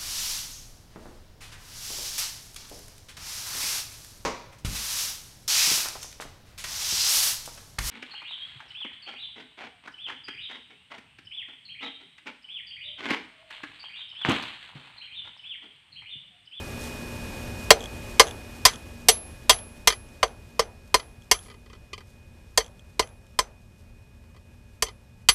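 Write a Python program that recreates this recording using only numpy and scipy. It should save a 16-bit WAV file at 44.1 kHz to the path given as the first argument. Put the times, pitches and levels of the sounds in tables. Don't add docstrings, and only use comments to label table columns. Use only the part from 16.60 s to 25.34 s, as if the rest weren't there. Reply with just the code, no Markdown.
import sys
import numpy as np
from scipy import signal
from scipy.fft import rfft, irfft, next_fast_len
from scipy.io import wavfile

SR = 44100
rng = np.random.default_rng(int(sys.argv[2]) if len(sys.argv) > 2 else 0)


def pcm_store(signal):
    levels = np.round(np.clip(np.atleast_2d(signal), -1, 1) * 32767)
    wavfile.write(sys.argv[1], SR, levels.astype(np.int16).T)


N = 385434


def from_db(db):
    return 10 ** (np.asarray(db) / 20)


def rms_one(x):
    return x / np.sqrt(np.mean(x ** 2) + 1e-20)


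def at_hz(hz, points_hz, values):
    return np.interp(np.log(hz), np.log(points_hz), values)


def filtered(order, edge_hz, kind, x):
    return signal.sosfilt(signal.butter(order, edge_hz, kind, fs=SR, output="sos"), x)


def smoothed(x, seconds):
    r = np.exp(-1 / (seconds * SR))
    return signal.lfilter([1 - r], [1, -r], x)


def drift(rate_hz):
    r = np.exp(-80 * np.pi * rate_hz / SR)
    noise = rng.standard_normal(N // 40 + 2002)
    slow = signal.lfilter([1], [1, -2 * r, r * r], noise)[2000:]
    return np.interp(np.arange(N) / 40, np.arange(len(slow)), rms_one(slow))


def ring(force, hz, t60):
    r, w = from_db(-60 / (t60 * SR)), 2 * np.pi * hz / SR
    return signal.lfilter([0, np.sin(w)], [1, -2 * r * np.cos(w), r * r], force + 1e-18)


def ring_each(force, hz, t60):
    sound = ring(force, hz, t60)
    energy = np.mean(sound ** 2, axis=1, keepdims=True)
    return sound * np.sqrt(energy.mean() / energy)


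def mode_shares(count, modes, spread_db):
    size = (count, modes)
    return from_db(rng.normal(0, spread_db, size)) * rng.choice([-1, 1], size)


def coloured(spectrum):
    size = next_fast_len(N)
    hz = np.maximum(np.fft.rfftfreq(size, 1 / SR), 1)
    gain = from_db(at_hz(hz, *np.transpose(spectrum)))
    return rms_one(irfft(rfft(rng.standard_normal(size)) * gain, size)[:N])


def contacts(count, seconds, t60, grind_db):
    t = np.arange(int(seconds * SR)) / SR
    force = from_db(grind_db - 60 * t / t60) * rng.standard_normal((count, len(t)))
    force[:, 0] += 1
    return force


def place(sounds, times):
    out = np.zeros(N + sounds.shape[1])
    for sound, s in zip(sounds, times):
        start = round(s * SR)
        out[start:start + len(sound)] += sound
    return out[:N]


SPOT_HZ = [500, 1100, 2100, 3200, 4700, 6300, 8700]
SPOT_DB = [-17, -14, -18, -16.5, -18, -17, -20.5]
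CLANK_DB, CLANK_OCTAVES = 5.5, .35


def blow_colour(thud_db, tilt_db, clank_hz):
    octaves_off = np.log2(SPOT_HZ / clank_hz)
    spot_db = SPOT_DB + CLANK_DB * np.exp(-(octaves_off / CLANK_OCTAVES) ** 2)
    spot_db[:, :1] += thud_db
    spot_db[:, 1:] += tilt_db * np.log2(np.array(SPOT_HZ[1:]) / SPOT_HZ[3])
    return spot_db


# (frequency [Hz], level [dB], t60 [s])
RAIL_MODES = [(452, -5, 0.078), (640, -1.5, .03), (751, -5.5, 0.047), (1017, 2.5, 0.05), (1195, -3, 0.052),
              (1837, -2.5, .04), (2033, -1.5, 0.057), (2138, -3, 0.065), (2396, -8, .05),
              (2830, -3.5, 0.045), (3107, -1, .04), (3290, -5.5, 0.058), (3688, -10, 0.032),
              (4220, -9, 0.065), (4604, -1, .05), (5015, -4.5, .04), (5360, -8, 0.053), (5800, -10, 0.053),
              (6277, -4, 0.033), (6230, -10, 0.046), (7690, -7, 0.053), (8270, -14, 0.074),
              (9000, -16.5, 0.042), (10130, -12.5, 0.057), (12300, -29.5, .04)]
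CRUSH_T60_S, CRUSH_DB = 0.023, -4.5


def rail_modes(spot_db, t):
    force = contacts(len(spot_db), .6, CRUSH_T60_S, CRUSH_DB)
    share = mode_shares(len(spot_db), len(RAIL_MODES), 2.5)
    sound = 0
    for k, (hz, level_db, t60) in enumerate(RAIL_MODES):
        spot = np.array([at_hz(hz, SPOT_HZ, row) for row in spot_db])
        gain = share[:, k] * from_db(level_db + spot)
        swell = 1 - np.exp(-t * hz / 1.4)
        sound = sound + gain[:, None] * swell * ring_each(force, hz, t60)
    return sound


CRACK_DB, CRACK_T60_S = 15, 0.049
YARD_DB, YARD_T60_S = -8, 0.22
CHATTER_HZ, CHATTER_DB = 110, 1


def crack_and_echoes(spot_db, t):
    size = (len(spot_db), len(t))
    chatter_db = CHATTER_DB * rms_one(filtered(2, CHATTER_HZ, "low", rng.standard_normal(size)))
    sound = 0
    for k, hz in enumerate(SPOT_HZ):
        crack = from_db(CRACK_DB - 60 * t * (hz / 3000) ** 0.059 / CRACK_T60_S)
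        echoes = from_db(YARD_DB + chatter_db - 60 * t * (hz / 3000) ** 0.39 / YARD_T60_S)
        noise = (crack + echoes) * rng.standard_normal(size)
        band = filtered(2, [hz / 1.4, hz * 1.6], "band", noise) * np.sqrt(5000 / hz)
        sound = sound + from_db(spot_db[:, k:k + 1]) * band * (1 - np.exp(-t * hz / 1.2))
    air = filtered(2, 10500, "high", rng.standard_normal(size))
    return sound + from_db(spot_db[:, -1:] - 6 - 60 * t / .03) * air


HAMMER_LOW_HZ, HAMMER_LOW_T60_S = 6095, .12
HAMMER_HIGH_HZ, HAMMER_HIGH_T60_S = 10997, 0.41
HAMMER_LOW_DB, HAMMER_LOW_FOLLOWS, HAMMER_LOW_PER_TILT = -16, 0.64, 0.89


def hammer_ring(strength_db, tilt_db, high_db, click):
    low_db = HAMMER_LOW_DB + HAMMER_LOW_FOLLOWS * strength_db + HAMMER_LOW_PER_TILT * tilt_db
    low = ring(click, HAMMER_LOW_HZ, HAMMER_LOW_T60_S)
    beat = ring(click, HAMMER_HIGH_HZ, HAMMER_HIGH_T60_S)
    beat = beat + 0.12 * ring(click, HAMMER_HIGH_HZ + 22, HAMMER_HIGH_T60_S)
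    return from_db(low_db) * low + from_db(high_db) * beat


STUMP_HZ, STUMP_T60_S = 45, .15
STUMP_DB, STUMP_FOLLOWS = -20.5, .25
STUMP_KNOCK_HZ, STUMP_KNOCK_DB, STUMP_KNOCK_T60_S = 162, -8.5, 0.05


def stump_thump(strength_db, click, t):
    thump = ring(click, STUMP_HZ, STUMP_T60_S) * (1 - np.exp(-t / .012))
    knock = from_db(STUMP_KNOCK_DB) * ring(click, STUMP_KNOCK_HZ, STUMP_KNOCK_T60_S)
    return from_db(STUMP_DB + STUMP_FOLLOWS * strength_db) * (thump + knock)


# (time [s], strength [dB], low thud over the rest [dB], brightness tilt [dB per octave],
#                clank centre [Hz], high hammer ring [dB], bounce of the bar [dB])
BLOWS = [(1.105, -3.5, 9, 1, 3200, -47, -28), (1.596, -1.5, 6, 0, 4700, -36, -29.5),
         (2.052, -0.5, -8, 2.5, 4400, -38.5, -15), (2.485, -2.5, -2, 6, 3300, -21, -32),
         (2.895, -2.5, -0.5, 3.5, 3200, -24.5, -19.5), (3.273, -8, -3, 4, 3500, -34, -15.5),
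         (3.629, -17.5, 10, -2.5, 3600, -50, -40), (3.993, -18, 10, -1, 4700, -53, -29),
         (4.342, -12.5, 3, 0.5, 4400, -41.5, -33), (4.713, -10.5, -4, 2.5, 6300, -34.5, -24),
         (5.975, -13.5, 3.5, 3, 4700, -51, -22.5), (6.394, -18.5, 8, -0.5, 4700, -47, -27.5),
         (6.789, -17, 3.5, 0.5, 5500, -63, -45), (8.223, -19, 0.5, 3, 6100, -53, -37),
         (8.687, -6.5, -18, 3, 3300, -23.5, -30)]
RADIATE_FROM_HZ = 326


def blows():
    rows = np.array(BLOWS)
    strength_db, thud_db, tilt_db, clank_hz, high_db = rows[:, 1:6].T[:, :, None]
    spot_db = blow_colour(thud_db, tilt_db, clank_hz)
    t = np.arange(int(.6 * SR)) / SR
    click = t == 0
    rail = rail_modes(spot_db, t) + crack_and_echoes(spot_db, t)
    sound = from_db(strength_db) * filtered(4, RADIATE_FROM_HZ, "high", rail)
    sound = sound + hammer_ring(strength_db, tilt_db, high_db, click)
    sound = sound * (1 - np.exp(-t / 0.00038))
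    return place(sound + stump_thump(strength_db, click, t), rows[:, 0])


# (time [s], strength [dB])
TAPS = [(3.3242, -21), (4.3963, -28), (4.428, -47), (4.8587, -45), (4.8832, -44), (4.9003, -40),
        (4.914, -43), (4.9413, -45.5), (5.0606, -47), (5.099, -44), (5.131, -40.5), (5.1505, -47),
        (5.3315, -25.5), (5.379, -36), (5.4056, -43), (7.6389, -57.5), (7.746, -52.5), (7.7634, -48),
        (8.2657, -32), (8.2844, -32)]
# (frequency [Hz], level [dB], t60 [s])
BAR_MODES = [(415, -3.5, 0.044), (1050, -3, .025), (1226, -2, 0.039), (2010, 0.5, .03), (2383, -3.5, 0.026),
             (3100, -0.5, .03), (3354, -7, 0.037), (4440, -2.5, 0.023), (4657, -8.5, .03),
             (4960, -4, 0.019), (6300, -15, 0.012)]
BOUNCE_S = .0291
TAP_TILT_DB, TAP_TILT_PER_DB = 6, 0.1963
BAR_RING_DB, SCRAPE_DB = -27, -3.0


def taps():
    bounces = [(row[0] + BOUNCE_S, row[-1]) for row in BLOWS]
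    s, strength_db = np.transpose(TAPS + bounces)
    tilt_db = TAP_TILT_DB + TAP_TILT_PER_DB * strength_db
    force = contacts(len(s), 0.12, 0.052, -1.5)
    share = mode_shares(len(s), len(BAR_MODES), 1.2)
    sound = 0
    for k, (hz, level_db, t60) in enumerate(BAR_MODES):
        gain = share[:, k] * from_db(level_db + BAR_RING_DB + tilt_db * np.log2(hz / 2500))
        sound = sound + gain[:, None] * ring_each(force, hz, t60)
    scrape = from_db(SCRAPE_DB) * filtered(2, [600, 5600], "band", force)
    return place(from_db(strength_db)[:, None] * (sound + scrape), s)


# (time [s], strength [dB])
TICKS = [(1.1954, -39), (1.2057, -28), (1.215, -34), (1.2264, -31), (1.239, -27), (1.2566, -27),
         (1.669, -27), (1.676, -26.5), (1.683, -26), (1.692, -32), (1.7094, -25.5), (2.1345, -30),
         (2.141, -31.5), (2.158, -32), (2.987, -35), (3.4878, -43), (3.679, -37), (4.6204, -44),
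         (4.7898, -35), (4.8094, -50), (4.8514, -51), (6.044, -37), (6.0624, -36), (6.079, -44),
         (6.1937, -42), (6.4734, -39), (6.4894, -47), (6.6664, -50)]
# (frequency [Hz], level [dB], t60 [s])
LOOSE_MODES = [(3320, -11, 0.011), (6350, -13, 0.0043), (7400, -17, 0.0035), (10500, -39.5, .003)]


def rattle():
    s, strength_db = np.transpose(TICKS)
    force = contacts(len(s), 0.023, 0.011, -1.8)
    force *= 1 - np.exp(-np.arange(force.shape[1]) / SR / 0.00055)
    sound = sum(from_db(level_db) * ring(force, hz, t60) for hz, level_db, t60 in LOOSE_MODES)
    return place(from_db(strength_db)[:, None] * sound, s)


STEP_S = .1


def stepping(first_db, last_db, keep):
    struck = np.zeros(N)
    struck[(np.array(BLOWS)[:, 0] * SR).astype(int)] = 1
    return last_db + (first_db - last_db) * keep ** smoothed(np.cumsum(struck), STEP_S)


# (frequency [Hz], relative density [dB per Hz])
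RUSH_SPECTRUM = [(59, -31), (100, -10), (164, -7.5), (238, -5), (287, -6), (1530, -19), (1690, -17.5),
                 (2120, -20.5), (2500, -18), (3080, -22), (5380, -25), (13900, -31.5)]


def rush():
    return from_db(2.0 + .6 * drift(10)) * coloured(RUSH_SPECTRUM)


# (multiple of the shaft speed, level relative to the blower level [dB])
WHINE = [(2, -8), (4, -2.5), (6, -12.5), (7, -12), (9, -9.5), (10, -9.5), (15, -13), (28, -11), (38, -29.5),
         (42, -2), (44, -36), (47, -28), (49, -18.5), (60, -19), (91, -18), (92, -22), (139, -19.5),
         (163, -33)]
SHAFT_HZ = 59.21


def whine():
    turn = 2 * np.pi * np.cumsum(SHAFT_HZ * (1 + 0.00055 * drift(3))) / SR
    return sum(from_db(level_db + 1.1 * drift(8)) * np.sin(order * turn + rng.uniform(0, 2 * np.pi))
               for order, level_db in WHINE)


# (time [s], swell relative to the blower level [dB])
RUSTLES = [(0.239, 1.5), (4.835, 6.5), (5.502, -1), (7.028, -9), (7.2, -2.5), (7.96, -14)]
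RUSTLE_S, SWING_BEFORE_S, SWING_DB = .045, 0.077, -6.5


def cloth():
    t = np.arange(N) / SR
    moves = RUSTLES + [(row[0] - SWING_BEFORE_S, SWING_DB) for row in BLOWS]
    swell = sum(from_db(level_db) * np.exp(-((t - at) / RUSTLE_S) ** 2) for at, level_db in moves)
    noise = rms_one(filtered(1, [2500, 9000], "band", rng.standard_normal(N)))
    return from_db(-2.5 + 3.5 * drift(150)) * swell * noise


# (frequency [Hz], relative density [dB per Hz])
RUMBLE_SPECTRUM = [(12, -51), (20, -4), (86, 2.5), (129, -5), (147, -15), (182, -7.5), (208, -16.5),
                   (239, -4), (261, -44), (400, -24), (520, -76.5), (880, -120)]
RUMBLE_DB, RUMBLE_LOW_DB, RUMBLE_KEEP = -39.5, -51, 0.77


def rumble():
    level_db = stepping(RUMBLE_DB, RUMBLE_LOW_DB, RUMBLE_KEEP) + 0.31 * drift(3.9)
    return from_db(level_db) * coloured(RUMBLE_SPECTRUM)


BLOWER_DB, BLOWER_LOW_DB, BLOWER_KEEP = -42.5, -68, .87


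def background():
    level_db = stepping(BLOWER_DB, BLOWER_LOW_DB, BLOWER_KEEP)
    return from_db(level_db) * (rush() + whine() + cloth()) + rumble()


def scene():
    return (blows() + taps() + rattle() + background())[None]


CEILING_DB, CEILING_LOW_DB, CEILING_KEEP = 2.0, -5.5, .45
DUCK_FROM_DB, DUCK_SHARE = -12.5, 0.52
RELEASE_DB_S, ATTACK_S = 159, 0.059
CUTOFF_HZ = 15250


def record(dry):
    t = np.arange(N) / SR
    top = from_db(stepping(CEILING_DB, CEILING_LOW_DB, CEILING_KEEP))
    clipped = dry / (1 + (dry / top) ** 8) ** (1 / 8)
    over_db = np.maximum(20 * np.log10(np.abs(clipped[0]) + 1e-9) - DUCK_FROM_DB, 0)
    fall_db = RELEASE_DB_S * t
    held_db = np.maximum(np.maximum.accumulate(over_db + fall_db) - fall_db, 0)
    ducked = clipped * from_db(-DUCK_SHARE * smoothed(held_db, ATTACK_S))
    lowpass = signal.cheby2(12, 60, CUTOFF_HZ, fs=SR, output="sos")
    return np.clip(signal.sosfilt(lowpass, ducked), -1, 1)


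dry = scene()
out = record(dry)
pcm_store(out)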